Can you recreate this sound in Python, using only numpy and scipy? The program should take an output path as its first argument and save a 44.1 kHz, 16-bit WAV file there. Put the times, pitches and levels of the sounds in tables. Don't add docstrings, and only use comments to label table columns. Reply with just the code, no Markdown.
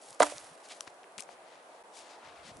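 import sys
import numpy as np
from scipy import signal
from scipy.io import wavfile

SR = 44100
rng = np.random.default_rng(int(sys.argv[2]) if len(sys.argv) > 2 else 0)


def materialize(psi):
    bounded = np.clip(np.atleast_2d(psi).T, -1, 1)
    quanta = np.round(bounded * 32767).astype(np.int16)
    wavfile.write(sys.argv[1], SR, quanta)


def magnitude_from_level(level_db):
    exponent = np.asarray(level_db, float) / 20
    return 10 ** exponent


N = 114660
STACK_PAN_DB = -1.9


def rms_one(x):
    return x / np.sqrt(np.mean(x ** 2) + 1e-20)


def at_hz(points, hz):
    f_hz, values = np.transpose(points)
    return np.interp(np.log(hz), np.log(f_hz), values)


def panned(x, left_right_db):
    return x * magnitude_from_level(np.array([[left_right_db / 2], [-left_right_db / 2]]))


def stereo(mid, side, width_db):
    return mid + magnitude_from_level(width_db) * side * [[1], [-1]]


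def near_stereo(mid, side):
    return stereo(mid, side, width_db=-16)


def drift(rate_hz):
    pole = np.exp(-80 * np.pi * rate_hz / SR)
    settle = 2000
    noise = rng.standard_normal(N // 40 + settle + 2)
    slow = rms_one(signal.lfilter([1], [1, -2 * pole, pole * pole], noise)[settle:])
    return np.interp(np.arange(N) / 40, np.arange(len(slow)), slow)


def filtered(x, order, hz, kind="band"):
    return signal.sosfilt(signal.butter(order, hz, kind, fs=SR, output="sos"), x)


def band(x, centre_hz, half_octaves):
    edges_hz = np.clip([centre_hz / 2 ** half_octaves, centre_hz * 2 ** half_octaves], 10, .45 * SR)
    return filtered(x, 1, edges_hz)


def banded_noise(spectrum, likeness, patchy_db):
    shared_swell = .3
    out, together = 0, drift(2.5)
    edges_hz = np.geomspace(30, 11800, num=25)
    white = rng.standard_normal((2, 2, N))
    for k, (low_hz, high_hz) in enumerate(zip(edges_hz, edges_hz[1:])):
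        mid, side = filtered(white[k % 2], 2, [low_hz, high_hz])
        centre_hz = np.sqrt(low_hz * high_hz)
        alike = at_hz(likeness, centre_hz)
        flicker_db = patchy_db * (shared_swell * together + drift(5.2))
        gain = magnitude_from_level(at_hz(spectrum, centre_hz) + flicker_db)
        out = out + gain * (np.sqrt(1 + alike) * mid + np.sqrt(1 - alike) * side * [[1], [-1]])
    return rms_one(out)


def swells(rows, noise, half_octaves):
    out, t = np.zeros((2, N)), np.arange(N) / SR
    for middle_s, length_s, rms_db, hz, *pan_db in rows:
        start = max(int((middle_s - 1.2 * length_s) * SR), 0)
        near = slice(start, int((middle_s + 1.2 * length_s) * SR))
        shape = np.exp(-.5 * ((t[near] - middle_s) / (.4 * length_s)) ** 2)
        swell = shape * band(band(noise[:, near], hz, half_octaves), hz, half_octaves)
        swell = rms_one(swell) * np.sqrt(np.mean(shape ** 2))
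        out[:, near] += panned(magnitude_from_level(rms_db) * swell, sum(pan_db))
    return out


def snaps(rows, pan_db):
    t60_s, click_db, length = .0035, 14, 600
    out, t = np.zeros((2, N + length)), np.arange(length) / SR
    noise = rng.standard_normal((len(rows), 2, length))
    noise[:, 0, 0] = -magnitude_from_level(click_db)
    for (s, peak_db, hz, half_octaves), burst in zip(rows, noise):
        half_octaves = max(half_octaves, .1)
        dying = burst * magnitude_from_level(-60 * t / t60_s)
        mid, side = band(band(dying, hz, half_octaves), hz, half_octaves)
        start = int(s * SR)
        out[:, start:start + length] += magnitude_from_level(peak_db) * near_stereo(mid, side) / np.abs(mid).max()
    return panned(out[:, :N], pan_db)


def field_hum():
    # f/Hz, level/dB per Hz
    hum_spectrum = [(30, -45), (150, -24), (330, -9.5), (700, -1.5), (1200, -9), (2000, -16), (5000, -27.5),
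                    (11000, -26)]
    # f/Hz, likeness/1
    hum_likeness = [(60, 0.38), (220, 0.94), (700, 0.84), (1500, 0.057), (3100, 0.014), (11000, 0.23)]
    return magnitude_from_level(-54) * banded_noise(hum_spectrum, hum_likeness, patchy_db=.8)


def thumps():
    # middle t/s, length/s, rms level/dB,
    # centre f/Hz
    thump_rows = [(.11, 0.037, -67.5, 121), (.216, 0.014, -50, 230), (.225, 0.03, -60, 110),
                  (.28, 0.048, -69, 70), (.36, 0.029, -61.5, 103), (.45, 0.065, -72, 90),
                  (.52, 0.037, -62, 186), (.81, 0.017, -76, 50), (.876, 0.0093, -53, 280),
                  (.88, 0.011, -61.5, 120), (1.187, .012, -54, 500), (1.19, .025, -55, 210),
                  (1.36, 0.087, -83, 70), (1.29, .03, -66.5, 251), (1.82, .03, -81, 50),
                  (2.0, .05, -80, 70), (2.29, 0.089, -69, 112), (2.43, 0.1, -70, 71),
                  (2.15, 0.33, -57, 720), (2.455, 0.022, -61, 110), (2.49, 0.027, -56, 224),
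                  (2.52, 0.016, -56, 130), (2.545, 0.023, -63, 110), (2.565, .014, -57, 120),
                  (2.583, 0.014, -54, 240), (2.597, .012, -56, 150), ]
    mid, side = rng.standard_normal((2, N))
    return swells(thump_rows, stereo(mid, side, width_db=-12), half_octaves=.65)


def grainy():
    grains_per_s, grain_share, spread_db, tilt = 4000, .4, 3, 0.13
    sizes = magnitude_from_level(spread_db * np.minimum(rng.exponential(1, (2, N)), 4))
    signs = rng.choice([-1, 1], (2, N))
    grains = rms_one(sizes * signs * (rng.random((2, N)) < grains_per_s / SR))
    mix = np.sqrt(grain_share) * grains + np.sqrt(1 - grain_share) * rng.standard_normal((2, N))
    return signal.lfilter([1], [1, -tilt], mix)


def rustle():
    # middle t/s, length/s, rms level/dB, centre f/Hz, left-right/dB
    rustle_rows = [(.025, 0.027, -61.5, 5230, 0), (.075, 0.1, -54, 9050, 1), (.14, 0.096, -62.5, 5170, 4),
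                   (.31, 0.14, -50.5, 7000, 1), (.45, 0.15, -60.5, 5530, 0.5),
                   (.65, 0.029, -57.5, 3950, 2.5), (.688, 0.002, -45.5, 8100, -3),
                   (.714, 0.033, -47.5, 2300, -1), (.73, 0.099, -57, 4500, 5.5),
                   (.197, 0.0061, -57, 4000, -6), (.825, 0.052, -60.5, 5560, 5),
                   (.876, 0.015, -51.5, 2340, 6), (.90, 0.024, -64.5, 5000, 4),
                   (1.198, 0.013, -50, 6400, 17), (1.184, 0.0067, -44.5, 6000, 6),
                   (1.22, 0.039, -55.5, 6900, 8), (1.32, 0.059, -61.5, 3000, 6.5),
                   (1.53, 0.17, -63, 1620, 9.5), (1.76, 0.15, -73, 2060, 16),
                   (1.98, 0.072, -52.5, 4070, 5.5), (2.10, 0.13, -58, 2560, 7.5),
                   (2.27, 0.095, -56, 1350, 7), (2.39, 0.12, -60, 1230, 7.5), (2.48, 0.073, -53, 2480, 6),
                   (2.57, 0.1, -63, 7000, -3)]
    return swells(rustle_rows, near_stereo(*grainy()), half_octaves=1.58) * magnitude_from_level(1.73 * drift(110))


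def underfoot():
    # t/s, peak level/dB, centre f/Hz, half width/octaves
    snap_rows = [(.8070, -23, 8400, 0.58), (.8073, -30, 3100, 0.29), (.8077, -30.5, 5800, 0.095),
                 (.8078, -28, 9600, 0.43), (.8079, -36, 1200, 0.32), (.8487, -44, 8000, .7),
                 (.8745, -36, 1080, 0.62), (.8765, -44, 6500, 0.42), (.8778, -35.5, 1500, 0.79),
                 (1.033, -43.5, 3000, .9), (1.042, -41.5, 1970, 0.65), (.943, -49, 7540, 0.83),
                 (1.122, -48, 7500, .7), (1.180, -40, 2510, .4), (1.1803, -33, 7500, .3),
                 (1.1813, -28, 5000, 0.72), (1.1855, -30, 1400, 1.1), (1.1858, -35, 9000, .7),
                 (1.188, -38, 7500, .2), (1.1937, -35, 2500, .35), (1.1975, -42, 6500, .3),
                 (1.2, -44, 2500, .25), (1.203, -40, 7200, .3), (1.2055, -23, 8000, .9),
                 (1.2064, -22, 6800, .9), (1.2072, -48, 1080, 0.28), (1.2232, -32.5, 7100, 0.28),
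                 (1.2236, -43, 2220, 0.44), (1.227, -52, 850, 0.42), (1.2357, -39, 6830, 0.4),
                 (1.2905, -38.5, 720, 0.29), (2.385, -50, 3000, 0.98), (2.570, -33, 9050, 0.73)]
    return snaps(snap_rows, pan_db=6)


def snow_spray():
    # f/Hz, level/dB per Hz
    spray_spectrum = [(880, 3), (1500, 0), (2630, -3), (4140, -6.5), (9780, -5.5), (11100, -6),
                      (11500, -64), (15000, -72), (22000, -120)]
    # f/Hz, likeness/1
    spray_likeness = [(1000, 0.71), (11000, 0.71)]
    start_s, hold_s = .2, 0.025
    burst_db, burst_t60_s = -34, 0.21
    fall_db, fall_t60_s = -49, 1.96
    t = np.arange(N) / SR - start_s
    after = np.maximum(t - hold_s, 0)
    burst = magnitude_from_level(burst_db - 60 * after / burst_t60_s)
    fall = magnitude_from_level(fall_db - 60 * after / fall_t60_s)
    noise = banded_noise(spray_spectrum, spray_likeness, patchy_db=-1.0)
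    snow = (t > 0) * (burst + fall) * magnitude_from_level(3.2 * drift(72)) * noise
    return panned(filtered(snow, 3, 600, "high"), STACK_PAN_DB)


def bark_cracks():
    # t/s, peak level/dB, centre f/Hz, half width/octaves
    crack_rows = [(.098, -40, 7500, 0.79), (.106, -32.5, 8150, 0.54), (.114, -58, 4500, .9),
                  (.1285, -35.5, 4300, 0.87), (.147, -34, 7000, 1.1), (.1992, -26, 8000, 0.81),
                  (.2005, -15.5, 6800, 0.83), (.2030, -22.5, 3000, 0.68), (.2032, -22, 9900, .3),
                  (.2088, -34, 6000, 0.33), (.215, -33, 4200, 0.15), (.218, -30, 4100, 0.13),
                  (.2187, -43, 9200, 0.14), (.2212, -13.5, 1990, 1.02), (.2258, -16.5, 8300, 0.72),
                  (.2277, -23, 3000, 0.37), (.2283, -16, 6700, 0.13), (.2292, -21, 9700, 0.13),
                  (.2308, -17, 6200, 0.57), (.2323, -12, 6800, 0.52), (.2385, -40, 6740, 0.2),
                  (.2475, -34, 7000, .4), (.252, -24, 8650, .9), (.256, -19, 9000, 0.99),
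                  (.382, -27, 6500, .9), (.31, -34, 8000, .7), (.445, -38, 8000, .7), (.593, -47, 7500, .6),
                  (.425, -47, 5000, .9), (.468, -47, 4080, 1)]
    return snaps(crack_rows, STACK_PAN_DB)


def logs():
    # t/s, peak level/dB, centre f of the struck colour/Hz, narrowness/dB per octave squared
    contacts = [(.197, -40, 800, 15), (.2030, -9, 1580, 25), (.2033, -16.5, 1020, 64),
                (0.2040, -2.5, 530, 68), (.2043, -11.5, 1000, 60), (0.2057, -5.5, 585, 47),
                (0.206, -6.5, 960, 76), (0.2059, -13.5, 1500, 65), (.207, -19, 296, 60),
                (.2104, -18, 296, 60), (.210, -4, 720, 84), (.2165, -14.5, 745, 55),
                (.2210, -7.5, 1600, 11), (.2213, -23.5, 760, 69), (0.2258, -13, 940, 34),
                (0.228, -10, 1920, 18), (0.2293, -8.5, 1130, 59), (0.2323, -7, 1210, 50),
                (.2345, -16.5, 1150, 47), (0.2373, -17, 1150, 53), (0.2412, -20.5, 670, 63),
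                (.253, -28, 750, 42), (.260, -28, 754, 40), (0.267, -29, 1320, 30), (.270, -27.5, 720, 50),
                (0.3218, -35.5, 700, 23), (.3217, -25.5, 590, 200), (.340, -34, 590, 200)]
    # f/Hz, level/dB, t60/s
    wood_modes = [(296, -3.5, 0.25), (540, -6.5, 0.029), (590, -6, .12), (643, -4, 0.065), (718, -2, 0.085),
                  (902, -5.5, 0.054), (986, 2.5, 0.025), (1077, -5.5, 0.039), (1193, -1, 0.03),
                  (1300, -10, 0.046), (1500, 2.5, 0.019), (1590, -21, 0.03), (2000, -1.5, 0.021),
                  (2660, -15, 0.017)]
    wood_db, strike_spread_db = -13, 1.5
    s, peak_db, centre_hz, narrow = np.transpose(contacts)
    start = (s * SR).astype(int)
    out = np.zeros((2, SR))
    luck = rng.standard_normal((len(s), 2, len(wood_modes)))
    for k, (hz, mode_db, t60_s) in enumerate(wood_modes):
        colour_db = -narrow * np.log2(hz / centre_hz) ** 2
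        height = -magnitude_from_level(peak_db + mode_db + wood_db + colour_db + strike_spread_db * luck[:, 0, k])
        clicks = np.zeros((2, SR)) + 1e-18
        clicks[:, start] = height * [np.ones(len(s)), luck[:, 1, k]]
        decay, turn = magnitude_from_level(-60 / (t60_s * SR)), 2 * np.pi * hz / SR
        out += signal.lfilter([0, np.sin(turn)], [1, -2 * decay * np.cos(turn), decay ** 2], clicks)
    mid, side = filtered(out, 3, [290, 3000])
    knock = stereo(mid, side, width_db=-8.5)
    return panned(np.pad(knock, ((0, 0), (0, N - SR))), STACK_PAN_DB)


def scene():
    return field_hum() + thumps() + rustle() + underfoot() + snow_spray() + bark_cracks() + logs()


def band_limit(x):
    return signal.sosfilt(signal.butter(12, 12270, fs=SR, output="sos"), x)


def record(dry):
    dip_s, dip_length_s, dip_db = 1.832, 0.0072, -21
    t = np.arange(N) / SR
    dip = magnitude_from_level(dip_db * np.exp(-.5 * ((t - dip_s) / (0.27 * dip_length_s)) ** 2))
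    top_cut = signal.ellip(10, .5, 50, 11100, fs=SR, output="sos")
    return band_limit(signal.sosfilt(top_cut, dry * dip))


dry = scene()
out = record(dry)
materialize(out)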